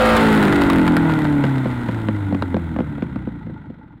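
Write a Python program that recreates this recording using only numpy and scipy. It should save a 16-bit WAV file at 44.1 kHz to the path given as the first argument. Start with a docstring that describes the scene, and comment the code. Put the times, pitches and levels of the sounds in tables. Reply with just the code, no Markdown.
"""Race engine winding down

A four-cylinder engine with an open exhaust is held at high revs, shut off, and slows almost to rest.
Uneven exhaust pulses excite the resonances of the pipe, and the valve gear clatters. Unburnt fuel
ignites in crackle, sharp cracks and hollow pops; a few light knocks come last. The microphone is so
close that it saturates on the revs and on the loud pops."""
import sys
import numpy as np
from scipy import signal
from scipy.fft import rfft, irfft
from scipy.io import wavfile
from scipy.ndimage import uniform_filter1d

SR = 44100
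rng = np.random.default_rng(int(sys.argv[2]) if len(sys.argv) > 2 else 0)


def wrap_up_sound(samples):
    """Save the sound to the file named by the first command line argument, as 16-bit audio."""
    columns = np.atleast_2d(samples).T
    # keep every value between -1 and 1, then stretch to whole-number steps
    tamed = np.clip(columns, -1, 1)
    steps = np.round(tamed * 32767).astype(np.int16)
    wavfile.write(sys.argv[1], SR, steps)


N = 176400

# firing rate of the engine: t/s, f/Hz
FIRING_RATE = [(0, 226.8), (.17, 224.8), (.25, 220.2), (.4, 208.9), (.55, 194.7), (.75, 180.7), (1, 164.6),
               (1.5, 135.6), (2, 110.7), (2.48, 89.08), (2.9, 73.56), (3.35, 57.38), (4, 39.01)]
# running levels: t/s, exhaust pulses/dB, firing hum/dB, valve clatter/dB
ENGINE_LEVELS = [(0, -45, -18, -13.5), (.15, -14, -15, -11), (.23, -8.5, -16.5, -9), (.5, -9, -10.5, -15.5),
                 (.8, -5.5, -28.5, -20), (1.1, -15.5, -17.5, -23), (1.4, -18, -22, -25.5),
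                 (1.7, -24, -25, -29.5), (2, -27, -25, -32), (2.25, -27.5, -25.5, -34),
                 (2.6, -31, -35.5, -36.5), (2.95, -36, -43.5, -38.5), (3.2, -39.5, -37, -41.5),
                 (3.6, -44.5, -53, -47.5), (4, -50.5, -58, -56)]
# exhaust pulse of each cylinder: level/dB
CYLINDER_PULSES = [-0.5, -9, -6.5, -6.5]
# inequality of the strokes: t/s, factor on the dB values of each stroke pattern
UNEVENNESS = [(.2, 3.3), (.7, 3.5), (1.35, 1.48), (2.7, 0.85), (3.7, 1.25)]
# pipe response, with odd quarter-wave resonances: f/Hz, level/dB
PIPE_RESPONSE = [(25, -31.5), (50, -14.5), (100, -15), (160, -4.5), (215, -1.5), (285, 6.5), (325, 2.5),
                 (375, -12.5), (500, -19.5), (740, -22), (875, -7.5), (1080, -27), (1430, -22),
                 (1750, -52.5), (2000, -31), (2600, -54), (6000, -64.5)]
# harmonics of the four-stroke cycle under power: order, level/dB
POWER_HARMONICS = [(1, -11.5), (4, -6), (6, -10), (7, -10.5), (8, -16), (9, 0.5), (10, -13.5), (11, -7),
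                   (12, -10.5), (13, -6.5), (14, -10), (15, -15), (19, -10.5), (21, -5), (22, -9.5),
                   (23, -9), (24, -7), (25, -14), (26, -14.5), (29, -9), (33, -7.5), (45, -17)]
# harmonics with the throttle shut: order, level/dB
GROWL_HARMONICS = [(3, -10.5), (5, -1), (7, -2.5), (8, 1), (10, -10.5)]
# envelope of the growl: t/s, level/dB
GROWL_ENVELOPE = [(.3, -10), (.8, -21.5), (1.5, -60)]
# upper pipe modes: f/Hz, level/dB, T60 without gas flow/s
PIPE_MODES = [(875, 0, .12), (1420, -6, .14), (1950, -14, .12)]
# envelope of the snarl: t/s, level/dB
SNARL_ENVELOPE = [(.25, -12), (1.1, -20.5), (1.45, -42), (4, -75)]
# chug of each cylinder: level/dB
CYLINDER_CHUGS = [-5, -11.5, -7.5, -22.5]
# spectrum of a puff of gas leaving the pipe: f/Hz, level/dB
PUFF_SPECTRUM = [(40, -29), (75, 0.5), (160, 8.5), (220, 5.5), (320, -2), (450, -19), (2000, -75)]
# envelope of the chugs: t/s, level/dB
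CHUG_ENVELOPE = [(1.6, -38), (2.5, -33), (3.1, -34), (3.55, -36), (3.8, -44), (4, -48)]
# afterfires, dry cracks first and hollow pops later: t/s, boom/dB, crack/dB, crack time constant/s
AFTERFIRES = [(.167, -17, 14, .0064), (.427, -25, 12, .0014), (.481, -20, 7, .0026), (.525, -14, 8, .0026),
              (.618, -22, 13.5, .0024), (.7, -14, 14, .0028), (.878, -14, 8, .003), (.967, -10, 13, .0024),
              (1.096, -11, -3, .003), (1.252, -7, -2, .0024), (1.439, 0, -3.5, .0055),
              (1.657, -4.5, -12, .0036), (1.888, -3, -12, .0042), (2.086, -4, -5.5, .0035),
              (2.325, -3.5, -19, .0053), (2.347, -7, -5.5, .0022), (2.423, -9, 1, .0022),
              (2.544, -3, -7, .0021), (2.567, -9, -9, .002), (2.763, -7.5, -14, .002),
              (2.788, -4.5, -18, .0061), (2.804, -2.5, -15, .0028), (2.981, -20, -27, .005),
              (3.023, -4, -18, .0062), (3.159, -11, -20, .004), (3.272, -9, -27, .0063),
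              (3.468, -19, -41, .0087), (3.495, -17, -40, .0087), (3.701, -19, -40, .008),
              (3.79, -28, -52, .008)]
# exhaust modes excited by a pop: f/Hz, level/dB, T60/s
BOOM_MODES = [(212, -5.5, 0.075), (288, -6, 0.046), (368.26, -13, 0.044), (512, -12, 0.044),
              (713, -17, 0.024)]
# spectrum of cracking gas: f/Hz, level/dB
CRACK_SPECTRUM = [(60, -2.5), (380, 7.5), (505, 6), (700, 1), (1500, -1.5), (2300, -11), (4000, -22.5),
                  (7000, -33.5), (16000, -61)]
# resonances of the cylinder head and valve covers: f/Hz, level/dB
HEAD_RESPONSE = [(450, -3), (700, -4.5), (920, 3), (1150, -6), (1440, 4.5), (1720, -7), (1980, 0.5),
                 (2400, -12.5), (2900, -16), (3450, -13), (3980, -16.5), (4600, -26.5), (6000, -23),
                 (8500, -26), (11000, -34), (16000, -34.5)]
# light knocks near rest: t/s, level/dB
LAST_KNOCKS = [(3.412, -36), (3.562, -36), (3.641, -39), (3.813, -40), (3.906, -43)]
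# air buffeting the microphone: t/s, level/dB
BUFFET_ENVELOPE = [(0, -39), (.6, -24), (1.3, -29), (1.6, -36), (3, -37.5), (4, -51)]
# frequency response of the microphone: f/Hz, level/dB
MIC_RESPONSE = [(30, -7.5), (80, 3), (2000, -4.5), (4000, -5.5), (5000, -10.5), (6000, -16), (7200, -9.5),
                (10000, -5), (15000, -6)]

CYLINDERS, VALVES = 4, 16
PULSE_JITTER = .003  # share of one firing period


def exhaust(firing):
    """Pipe resonance: uneven pulses drive the air column, over a hum at the firing rate."""
    early = firing + .04 * curve(FIRING_RATE)  # pulses enter the pipe 0.04 s before they are heard
    pulses = strokes(early, CYLINDER_PULSES, scatter_db=1.6, jitter=PULSE_JITTER)
    pipe = unit(convolve(pulses, disperse(response(PIPE_RESPONSE))))
    hum = unit(np.sin(2 * np.pi * firing) * undb(1.5 * wander(rate_hz=24.97)))
    return pipe * undb(curve(ENGINE_LEVELS, column=1)) + hum * undb(curve(ENGINE_LEVELS, column=2))


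def roar(firing, shut_s=.19, fade_s=.043):
    """Periodic firing gives a harmonic series: harsh under power, a lower growl as the throttle shuts."""
    throttle = .5 - .5 * np.tanh((np.arange(N) / SR - shut_s) / fade_s)
    power = undb(-2.5) * harmonics(firing, POWER_HARMONICS)
    growl = harmonics(firing, GROWL_HARMONICS) * undb(curve(GROWL_ENVELOPE))
    return power * throttle + growl * (1 - throttle)


def snarl(firing):
    """Shock excitation: steep pulse fronts sound the upper pipe modes, which the gas flow damps."""
    fronts = strokes(firing, np.array(CYLINDER_PULSES) / 2, scatter_db=0, jitter=0)
    return unit(convolve(fronts, modes(PIPE_MODES, damping=4.4))) * undb(curve(SNARL_ENVELOPE))


def chugs(firing):
    """Pulsating flow: as the engine slows, each stroke is heard as a soft, deep puff."""
    pulses = strokes(firing, CYLINDER_CHUGS, scatter_db=2, jitter=PULSE_JITTER)
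    return unit(convolve(pulses, disperse(response(PUFF_SPECTRUM)))) * undb(curve(CHUG_ENVELOPE))


def afterfires(full_revs_edge_hz=1480, whoop_db=-21.5):
    """Impulse excitation: exploding fuel rings the exhaust, whoops out of the pipe and cracks."""
    t = np.arange(SR // 10) / SR
    rate = curve(FIRING_RATE)
    blows, bursts = np.zeros(N), np.zeros(N + len(t))
    for start, boom_db, crack_db, decay in AFTERFIRES:
        i = int(start * SR)
        blows[i] += undb(boom_db)
        edge_hz = full_revs_edge_hz * (rate[i] / rate[0]) ** 2  # cracks are thinner at high revs
        highpass = signal.butter(2, edge_hz, "highpass", fs=SR, output="sos")
        burst = np.exp(-t / decay) * rng.standard_normal(len(t))
        bursts[i:i + len(t)] += undb(crack_db) * signal.sosfilt(highpass, burst)
    crack, whoop = response(CRACK_SPECTRUM), disperse(response(PUFF_SPECTRUM))
    booms = convolve(blows, modes(BOOM_MODES))
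    whoops = undb(whoop_db) * convolve(blows, whoop / np.abs(whoop).max())
    return booms + whoops + convolve(bursts, crack / np.linalg.norm(crack))


def valve_gear(firing, rattle_db=14.5, treble_hz=5500, dull_below_rate_hz=85):
    """Structure-borne sound: valve impacts and a pulsing rattle ring the head, duller at low revs."""
    pattern_db = 5 * rng.standard_normal(VALVES)
    ticks = unit(strokes(VALVES / CYLINDERS * firing, pattern_db, scatter_db=-1, jitter=.039))
    rattle = undb(rattle_db) * rng.standard_normal(N)
    rate = curve(FIRING_RATE)
    slowness = np.sqrt(rate[0] / rate)  # the modulation deepens as the engine slows
    stroke, crank = np.cos(2 * np.pi * firing), np.cos(np.pi * firing)
    swell = np.exp(slowness * (.13 * stroke + .12 * crank))
    clatter = unit(convolve(swell * (ticks + rattle), response(HEAD_RESPONSE)))
    dull = signal.sosfiltfilt(signal.butter(4, treble_hz, fs=SR, output="sos"), clatter)
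    brightness = np.minimum(rate / dull_below_rate_hz, 1) ** 1.9
    return (dull + brightness * (clatter - dull)) * undb(curve(ENGINE_LEVELS, column=3))


def crackle(snaps_per_s=80, start_db=-9, fade_db_per_s=18):
    """A Poisson process: tiny snaps of burning fuel come at random and fade steadily."""
    snaps = (rng.random(N) < snaps_per_s / SR) * rng.standard_normal(N)
    cracks = unit(convolve(np.diff(snaps, prepend=0), response(CRACK_SPECTRUM)))
    return cracks * undb(start_db - fade_db_per_s * np.arange(N) / SR)


def knocks():
    """Free vibration: near rest, light knocks leave the upper pipe modes ringing."""
    blows = np.zeros(N)
    for start, db in LAST_KNOCKS:
        blows[int(start * SR)] += undb(db)
    return convolve(blows, modes(PIPE_MODES))


def reverberation(x, level_db=-20, t60_s=.2, onset_s=.0051):
    """Diffuse reflection: the floor and surroundings return a short, faint tail."""
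    t = np.arange(SR // 2) / SR
    tail = rng.standard_normal(len(t)) * np.exp(-np.log(1000) * t / t60_s) * (1 - np.exp(-t / onset_s))
    return undb(level_db) * convolve(x, tail / np.linalg.norm(tail))


def buffet(band_hz=(19.89, 135.25)):
    """Turbulence: stirred air presses on the microphone as a low rumble."""
    band = signal.butter(2, band_hz, "bandpass", fs=SR, output="sos")
    return unit(signal.sosfilt(band, rng.standard_normal(N))) * undb(curve(BUFFET_ENVELOPE))


def strokes(phase, pattern_db, scatter_db, jitter):
    """Impulse train: one click per turn of the phase, in a repeating pattern most uneven at high revs."""
    turn = np.arange(int(phase[-1]))
    timing, strength = rng.standard_normal((len(turn), 2)).T
    at = np.interp(turn + .5 + jitter * timing, phase, np.arange(N)).clip(0, N - 2)
    i = at.astype(int)
    stroke_db = np.array(pattern_db)[turn % len(pattern_db)] * curve(UNEVENNESS)[i]
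    size = undb(stroke_db + scatter_db * strength)
    clicks = np.bincount(i, size * (1 - at + i), N) + np.bincount(i + 1, size * (at - i), N)
    return clicks / np.sqrt(np.gradient(phase))  # power independent of the click rate


def harmonics(firing, orders, roughness=.21):
    """Random modulation of amplitude and phase roughens the harmonics of the four-stroke cycle."""
    cycle = 2 * np.pi * firing / CYLINDERS
    total = np.zeros(N)
    for order, db in orders:
        modulation = 1 + roughness * (wander(rate_hz=58.4) + 1j * wander(rate_hz=56))
        phase = order * cycle + 2 * np.pi * rng.random()
        total += undb(db) * np.real(modulation * np.exp(1j * phase))
    return unit(total)


def disperse(h, sweep_hz=(69.6, 343.5), sweep_s=.04, size=16384):
    """Dispersion: the pipe lets low notes out first, turning a thud into a short rising whoop."""
    hz = np.arange(size // 2 + 1) * SR / size
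    group_delay = np.interp(hz, sweep_hz, [0, sweep_s])
    return irfft(rfft(h, size) * np.exp(-2j * np.pi * np.cumsum(group_delay) * SR / size))


def modes(table, damping=1):
    """Modal superposition: damped sinusoids after one blow; damping divides each T60."""
    t = np.arange(SR // 2) / SR
    return sum((-1) ** k * undb(db) * np.sin(2 * np.pi * hz * t)
               * np.exp(-np.log(1000) * damping * t / t60) for k, (hz, db, t60) in enumerate(table))


def response(points, size=8192):
    """Minimum-phase impulse response of a spectrum (f/Hz, level/dB)."""
    hz, db = np.array(points).T
    grid = np.maximum(np.arange(size // 2 + 1) * SR / size, 1)
    cepstrum = irfft(np.log(undb(np.interp(np.log(grid), np.log(hz), db))))
    cepstrum[1:size // 2] *= 2
    cepstrum[size // 2 + 1:] = 0
    return irfft(np.exp(rfft(cepstrum)))


def convolve(x, h):
    """Linear filtering by an impulse response."""
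    return signal.fftconvolve(x, h)[:N]


def wander(rate_hz):
    """Smoothed random noise of rms 1."""
    hold = int(SR / rate_hz)
    steps = np.repeat(rng.standard_normal(N // hold + 1), hold)
    return unit(uniform_filter1d(steps, hold)[:N])


def curve(table, column=1):
    """Linear interpolation of a timed table at every sample."""
    rows = np.array(table)
    return np.interp(np.arange(N) / SR, rows[:, 0], rows[:, column])


def undb(db):
    """Amplitude ratio of a level."""
    return 10 ** (np.asarray(db) / 20)


def unit(x):
    """Normalisation to rms 1."""
    return x / np.sqrt(np.mean(x ** 2))


def scene():
    """Superposition: the direct sound of the engine, its reflections and the stirred air."""
    firing = np.cumsum(curve(FIRING_RATE)) / SR  # phase, one turn per firing
    direct = (roar(firing) + exhaust(firing) + snarl(firing) + chugs(firing) + valve_gear(firing)
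              + crackle() + afterfires() + knocks())
    return (direct + reverberation(direct) + buffet())[None]


def record(dry, ceiling_db=-9.5, top_hz=15750):
    """Saturation: the microphone overloads softly, then colours the sound and cuts the top."""
    ceiling = undb(ceiling_db)
    saturated = ceiling * np.tanh(dry[0] / ceiling)
    lowpass = signal.ellip(10, .1, 80, top_hz, fs=SR, output="sos")
    return signal.sosfilt(lowpass, convolve(saturated, response(MIC_RESPONSE)))[None]


dry = scene()
out = record(dry)
wrap_up_sound(out)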